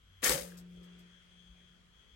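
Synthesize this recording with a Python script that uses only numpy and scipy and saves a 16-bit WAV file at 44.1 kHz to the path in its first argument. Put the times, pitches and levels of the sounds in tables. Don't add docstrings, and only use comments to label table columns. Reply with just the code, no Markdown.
import sys
import numpy as np
from scipy import signal
from scipy.fft import rfft, irfft
from scipy.io import wavfile
from scipy.ndimage import uniform_filter1d

SR = 44100
rng = np.random.default_rng(int(sys.argv[2]) if len(sys.argv) > 2 else 0)


def volts_from_decibels(level):
    exponent = np.asarray(level, float) / 20
    return 10 ** exponent


def bounce(signal):
    frames = np.transpose(np.atleast_2d(signal))
    limited = np.clip(frames, -1, 1)
    pcm = np.round(limited * 32767).astype(np.int16)
    wavfile.write(sys.argv[1], SR, pcm)


N = 94815


def evened(x):
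    return x / np.sqrt(np.mean(x ** 2) + 1e-20)


def smoothed(x, size):
    return uniform_filter1d(uniform_filter1d(x, size), size)


def read(points, hz):
    f, value = np.transpose(points)
    return np.interp(np.log(hz + 1), np.log(f + 1), value)


def track(rows, col=1):
    return np.interp(np.arange(N) / SR, [r[0] for r in rows], [r[col] for r in rows])


def add(mix, start_s, sound):
    part = mix[..., round(start_s * SR):][..., :sound.shape[-1]]
    part += sound[..., :part.shape[-1]]


def colour(x, gain):
    return irfft(rfft(x) * gain, N)


def pair(a, b, alike, lean):
    hz = np.fft.rfftfreq(N, 1 / SR)
    same = np.clip(read(alike, hz), 0, 1)
    tilt = volts_from_decibels(read(lean, hz) / 2)
    left = colour(a, tilt)
    right = colour(a, same / tilt) + colour(b, np.sqrt(1 - same ** 2) / tilt)
    return np.array([left, right])


def ring(hz, t60_s, phase):
    t = np.arange(round(t60_s * SR)) / SR
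    rise = np.minimum(t * hz / 2, 1)
    return rise * volts_from_decibels(-60 * t / t60_s) * np.sin(2 * np.pi * hz * t + phase)


# (time [s], level [dB] before halving, struck part [Hz], ring over crack [dB])
STRIKES = [(0.2275, -38, 1820, 0), (.23, -46, 465, 17), (.2436, -20.5, 6350, 6.5), (0.263, -24, 3200, -2),
           (0.267, -20, 1900, 5), (0.2944, -15, 7960, -6), (.3012, -25.5, 510, 2.5),
           (.3085, -23.5, 498.5, 0.5), (0.3191, -20.5, 6630, -11.5), (.352, -36, 565, 6),
           (.378, -30.5, 529.3, -2), (0.445, -62, 455, 26), (0.5205, -62, 1540, 22)]
# (frequency [Hz], level [dB], t60 [s])
METAL_MODES = [(398, -10.5, .15), (473, -9, 0.27), (509, 0.5, 0.11), (555, -2, 0.26), (670, -18, 0.086),
               (1640, 3.5, 0.014), (1822, -10.5, 0.078), (2220, -4.5, 0.066), (3080, -1.5, 0.056),
               (5120, -12.5, 0.046), (6428, -3.5, 0.027), (7870, 3, .02), (8570, -4.5, .06),
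               (11400, -6, .06), (12710, -6, .08)]
REACH_OCTAVES, CRACK_DECAY_S = 0.15, 0.0033


def blows():
    out = np.zeros((2, N))
    t = np.arange(600) / SR
    for start_s, db, spot_hz, ring_db in STRIKES:
        crack = np.exp(-t / CRACK_DECAY_S) * rng.standard_normal((2, 600))
        add(out, start_s, volts_from_decibels(db) * crack / 2)
        phases = rng.uniform(0, np.pi / 2, len(METAL_MODES))
        for (hz, mode_db, t60_s), phase in zip(METAL_MODES, phases):
            near = np.exp(-(np.log2(hz / spot_hz) / REACH_OCTAVES) ** 2)
            mode = ring(hz, t60_s, [[0], [phase]])
            add(out, start_s, volts_from_decibels(db + ring_db + mode_db) * near * mode / 2)
    return out


ROOM_T60_S = 0.3536


def room(x):
    t = np.arange(SR // 2) / SR
    tail = rng.standard_normal((2, SR // 2)) * volts_from_decibels(-60 * t / ROOM_T60_S)
    return signal.fftconvolve(x, tail / np.linalg.norm(tail[0]), axes=1)[:, :N]


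TICKS_PER_S, TICK_SPREAD_DB, SPREAD_LIMIT = 5000, 3, 3
PARTS, SNAP_DECAY_S, WIRE_T60_S, WIRE_DB = 24, 0.0012, 0.013, -3.5
CLUMP_DB, CLUMP_S = 3.5, 0.004


def loose_ticks():
    t = np.arange(1000) / SR
    spread = np.minimum(rng.exponential(1, (2, N)), SPREAD_LIMIT)
    size = volts_from_decibels(TICK_SPREAD_DB * spread) * (rng.random((2, N)) < TICKS_PER_S / SR)
    part = rng.integers(0, PARTS, (2, N))
    out = np.zeros((2, N))
    for k, hz in enumerate(np.geomspace(1200, 14000, PARTS)):
        drift = uniform_filter1d(rng.standard_normal(N), size=round(CLUMP_S * SR))
        clumps = volts_from_decibels(CLUMP_DB * evened(drift))
        snap = rng.standard_normal(1000) * np.exp(-t / SNAP_DECAY_S)
        wire = volts_from_decibels(WIRE_DB - 60 * t / WIRE_T60_S) * np.sin(2 * np.pi * hz * t)
        hits = size * clumps * (part == k)
        out += signal.oaconvolve(hits, (snap + wire)[None], axes=1)[:, :N]
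    return out


# (time [s], high-band level [dB], low-band level [dB], middle-band level [dB])
CLATTER_LEVELS = [(.22, -56, -65, -66), (.231, -44.5, -49, -38.5), (.243, -26.5, -38.5, -38),
                  (.254, -30.5, -45, -35), (.266, -29, -37.5, -32.5), (.291, -30.5, -45, -39.5),
                  (.298, -34, -36, -40), (.33, -32.5, -43, -41), (.36, -39.5, -45, -45),
                  (.42, -47, -54, -56), (.56, -71, -86, -80.5)]
# (frequency [Hz], density [dB per Hz])
CLATTER_SPECTRUM = [(120, -18), (200, -10.5), (480, -4.5), (735, -11), (1870, -8.5), (3830, -13.5),
                    (8120, -7.5), (16000, -13.5)]
# (time [s], level [dB], swell to peak [s])
LATE_RATTLES = [(.564, -57.5, 0.018), (.66, -79.5, 0.072), (0.825, -72, 0.015), (.982, -69.5, 0.015)]
LOW_HZ, HIGH_HZ = 900, 3500
SINGING_DB, TINKLE_DB = -16.5, 12


def clatter():
    hz, t = np.fft.rfftfreq(N, 1 / SR), np.arange(N) / SR
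    ticks = loose_ticks()
    peaks = sum(1 / (1 + ((hz - f) * t60_s / 3.0) ** 2) for f, _, t60_s in METAL_MODES)
    tone = volts_from_decibels(read(CLATTER_SPECTRUM, hz)) * (1 + volts_from_decibels(SINGING_DB) * peaks)
    low = 1 / (1 + (hz / LOW_HZ) ** 8)
    high = 1 / (1 + (HIGH_HZ / (hz + 1)) ** 8)
    bands = high, low * (hz > 130), 1 - low - high
    on = (t > CLATTER_LEVELS[0][0]) & (t < CLATTER_LEVELS[-1][0])
    out = np.zeros((2, N))
    for col, band in enumerate(bands, start=1):
        out += on * volts_from_decibels(track(CLATTER_LEVELS, col)) * evened(colour(ticks, tone * band))
    swell = np.zeros(N)
    for start_s, db, swell_s in LATE_RATTLES:
        u = np.maximum(t - start_s, 0) / swell_s
        swell += volts_from_decibels(db) * (u * np.exp(1 - u)) ** 2
    tinkle = evened(colour(ticks, high * (1 + volts_from_decibels(TINKLE_DB) * peaks)))
    return out + swell * tinkle


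# (time [s], level [dB] before doubling, frequency [Hz], t60 [s])
BASE_KNOCKS = [(0.228, -42.5, 260, 0.089), (0.281, -34, 54, 0.17), (0.336, -36.5, 147.8, 0.11),
               (0.392, -44.5, 56.6, 0.12), (0.759, -58, 56.5, 0.33), (1.486, -47.5, 53.7, 0.24),
               (2.1, -59.5, 56, 0.76)]


def thumps():
    out = np.zeros(N)
    for start_s, db, hz, t60_s in BASE_KNOCKS:
        add(out, start_s, 2 * volts_from_decibels(db) * ring(hz, t60_s, 0))
    return out * volts_from_decibels([[1], [-1]])


# (time [s], level [dB])
SPRING_LEVEL = [(.36, -55.5), (.46, -52), (.76, -52.5), (1.05, -58.5), (1.22, -71), (1.36, -65.5),
                (1.52, -65), (1.85, -71), (2.02, -84.5)]
SPRING_HZ, SPRING_OCTAVE_DB, SPRING_LEAN_DB = 177, -22, 3


def spring():
    t = np.arange(N) / SR
    turn = 2 * np.pi * SPRING_HZ * t
    fade_in = np.clip((t - SPRING_LEVEL[0][0]) / 0.01, 0, 1)
    fade_out = np.clip((SPRING_LEVEL[-1][0] - t) / 0.032, 0, 1)
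    tone = np.sin(turn) + volts_from_decibels(SPRING_OCTAVE_DB) * np.sin(2 * turn)
    hum = np.sqrt(2) * fade_in * fade_out * volts_from_decibels(track(SPRING_LEVEL)) * tone
    return hum * volts_from_decibels([[SPRING_LEAN_DB / 2], [-SPRING_LEAN_DB / 2]])


MAGNET_HZ, MAGNET_RMS_DB, MAGNET_FADE_IN_S, RELEASE_S = 93.4, -64.5, 0.11, 0.24


def magnet():
    t = np.arange(N) / SR
    on = np.clip(t / MAGNET_FADE_IN_S, 0, 1) * np.clip((RELEASE_S - t) / 0.02, 0, 1)
    return np.sqrt(2) * volts_from_decibels(MAGNET_RMS_DB) * on * np.sin(2 * np.pi * MAGNET_HZ * t)


# (time [s], level [dB])
WHINE_LEVEL = [(0, -79), (.17, -72), (.72, -78.5), (.77, -67.5), (.92, -70.5), (1.08, -72), (1.15, -66.5),
               (1.27, -72.5), (1.41, -66.5), (1.51, -70.5), (1.7, -69.5), (1.87, -80), (1.99, -67),
               (2.06, -73), (2.12, -66.5)]
# (time [s], frequency [Hz])
WHINE_HZ = [(.2, 3184), (.5, 3234), (1.6, 3230), (1.9, 3221)]
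MAINS_BEAT_HZ, THROB_PEAK_S, RISE_SHARE = 99.7, 0.772, 0.25
GLIDE_HZ, WANDER_HZ = 200, 5
THROB_DB, UNEVEN_DB = 3.5, 1.5
UPPER_RATIO, UPPER_DB, WHINE_LEAN_DB = 1.94, -16.5, 20


def whine():
    t = np.arange(N) / SR
    cycle = 2 * np.pi * MAINS_BEAT_HZ * (t - THROB_PEAK_S) + 2 * np.pi * RISE_SHARE
    saw = uniform_filter1d(signal.sawtooth(cycle, RISE_SHARE), size=60)
    wander = evened(smoothed(rng.standard_normal(N), 1500))
    uneven = evened(smoothed(rng.standard_normal(N), 300))
    turn = 2 * np.pi * np.cumsum(track(WHINE_HZ) + WANDER_HZ * wander) / SR
    glide = 2 * np.pi * np.cumsum(GLIDE_HZ * saw) / SR
    partials = np.sin(turn + glide) + volts_from_decibels(UPPER_DB) * np.sin(UPPER_RATIO * turn + glide)
    throbbing = evened(partials * volts_from_decibels(THROB_DB * saw + UNEVEN_DB * uneven))
    return 2 * throbbing * volts_from_decibels(track(WHINE_LEVEL)) * volts_from_decibels([[0], [-WHINE_LEAN_DB]])


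# (frequency [Hz], density [dB per Hz])
AIR_SPECTRUM = [(25, -14), (53, 7.5), (110, -6), (175, -5.5), (293, -17.5), (500, -18), (850, -23.5),
                (1350, -15.5), (2840, -18.5), (3250, -16), (3720, -22.5), (6380, -28), (9200, -30.5),
                (10000, -38), (16000, -44)]
# (frequency [Hz], level [dB])
AIR_SIDE = [(60, 0.0), (900, 3.5), (15000, -1.5)]
# (frequency [Hz], share [0-1])
AIR_LIKENESS = [(60, 0.73), (950, 0.067), (15000, -0.26)]
# (time [s], level [dB])
MID_BOOST = [(0, -2.5), (.55, 7.5), (.7, 0.5), (.9, 5.5), (1.4, 2), (1.9, 0.5)]
# (time [s], level [dB])
MURMUR_BOOST = [(.2, -0.5), (.55, 12.5), (.68, 11), (0.799, 17.5), (1.1, 3)]
AIR_RMS_DB, PATCH_RMS_DB = -64, 1.4
RUMBLE_HZ, RUMBLE_WIDTH_HZ, RUMBLE_RMS_DB = 56, 3.7, -70.5


def air():
    frames, hz = N // 256 + 5, np.fft.rfftfreq(1024, 1 / SR)
    real, imag = rng.standard_normal((2, 2, 513, frames))
    patches = uniform_filter1d(rng.standard_normal((513, frames)), 10, axis=0)
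    patches = evened(uniform_filter1d(patches, 16, axis=1))
    t = np.arange(frames) * 256 / SR
    mid = np.exp(-(np.log2((hz + 1) / 1700) / 2.5) ** 2)[:, None]
    murmur = np.exp(-(np.log2((hz + 1) / 400) / 0.57) ** 2)[:, None]
    db = read(AIR_SPECTRUM, hz)[:, None] + PATCH_RMS_DB * patches
    db = db + mid * np.interp(t, *np.transpose(MID_BOOST))
    db = db + murmur * np.interp(t, *np.transpose(MURMUR_BOOST))
    noise = signal.istft((real + 1j * imag) * volts_from_decibels(db), nperseg=1024, noverlap=768)[1][:, :N]
    fine_hz = np.fft.rfftfreq(N, 1 / SR)
    narrow = 1 / (1 + ((fine_hz - RUMBLE_HZ) / RUMBLE_WIDTH_HZ) ** 4)
    rumble = evened(colour(rng.standard_normal((2, N)), narrow))
    left, right = volts_from_decibels(AIR_RMS_DB) * evened(noise) + volts_from_decibels(RUMBLE_RMS_DB) * rumble
    return pair(left, right, AIR_LIKENESS, AIR_SIDE)


# (frequency [Hz], level [dB])
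METAL_SIDE = [(60, 1.2), (240, 0.83), (950, 5.7), (3770, 11), (15000, 2.5)]
# (frequency [Hz], share [0-1])
METAL_LIKENESS = [(60, 1), (950, 0.1), (15000, 0.031)]
ROOM_DB = -4.5


def scene():
    hits = pair(*blows(), METAL_LIKENESS, METAL_SIDE)
    pop = hits + volts_from_decibels(ROOM_DB) * room(hits)
    pop = pop + pair(*clatter(), METAL_LIKENESS, METAL_SIDE)
    return pop + thumps() + spring() + magnet() + whine() + air()


def low_pass(x):
    return signal.sosfilt(signal.butter(12, 16290, fs=SR, output="sos"), x)


LOW_CUT_HZ, EDGE_HZ = 20, 15950


def record(dry):
    hz = np.fft.rfftfreq(N, 1 / SR)
    low_cut = 1 / (1 + (LOW_CUT_HZ / (hz + 1)) ** 4)
    mix = colour(dry, low_cut * (hz < EDGE_HZ))
    return low_pass(mix)


dry = scene()
out = record(dry)
bounce(out)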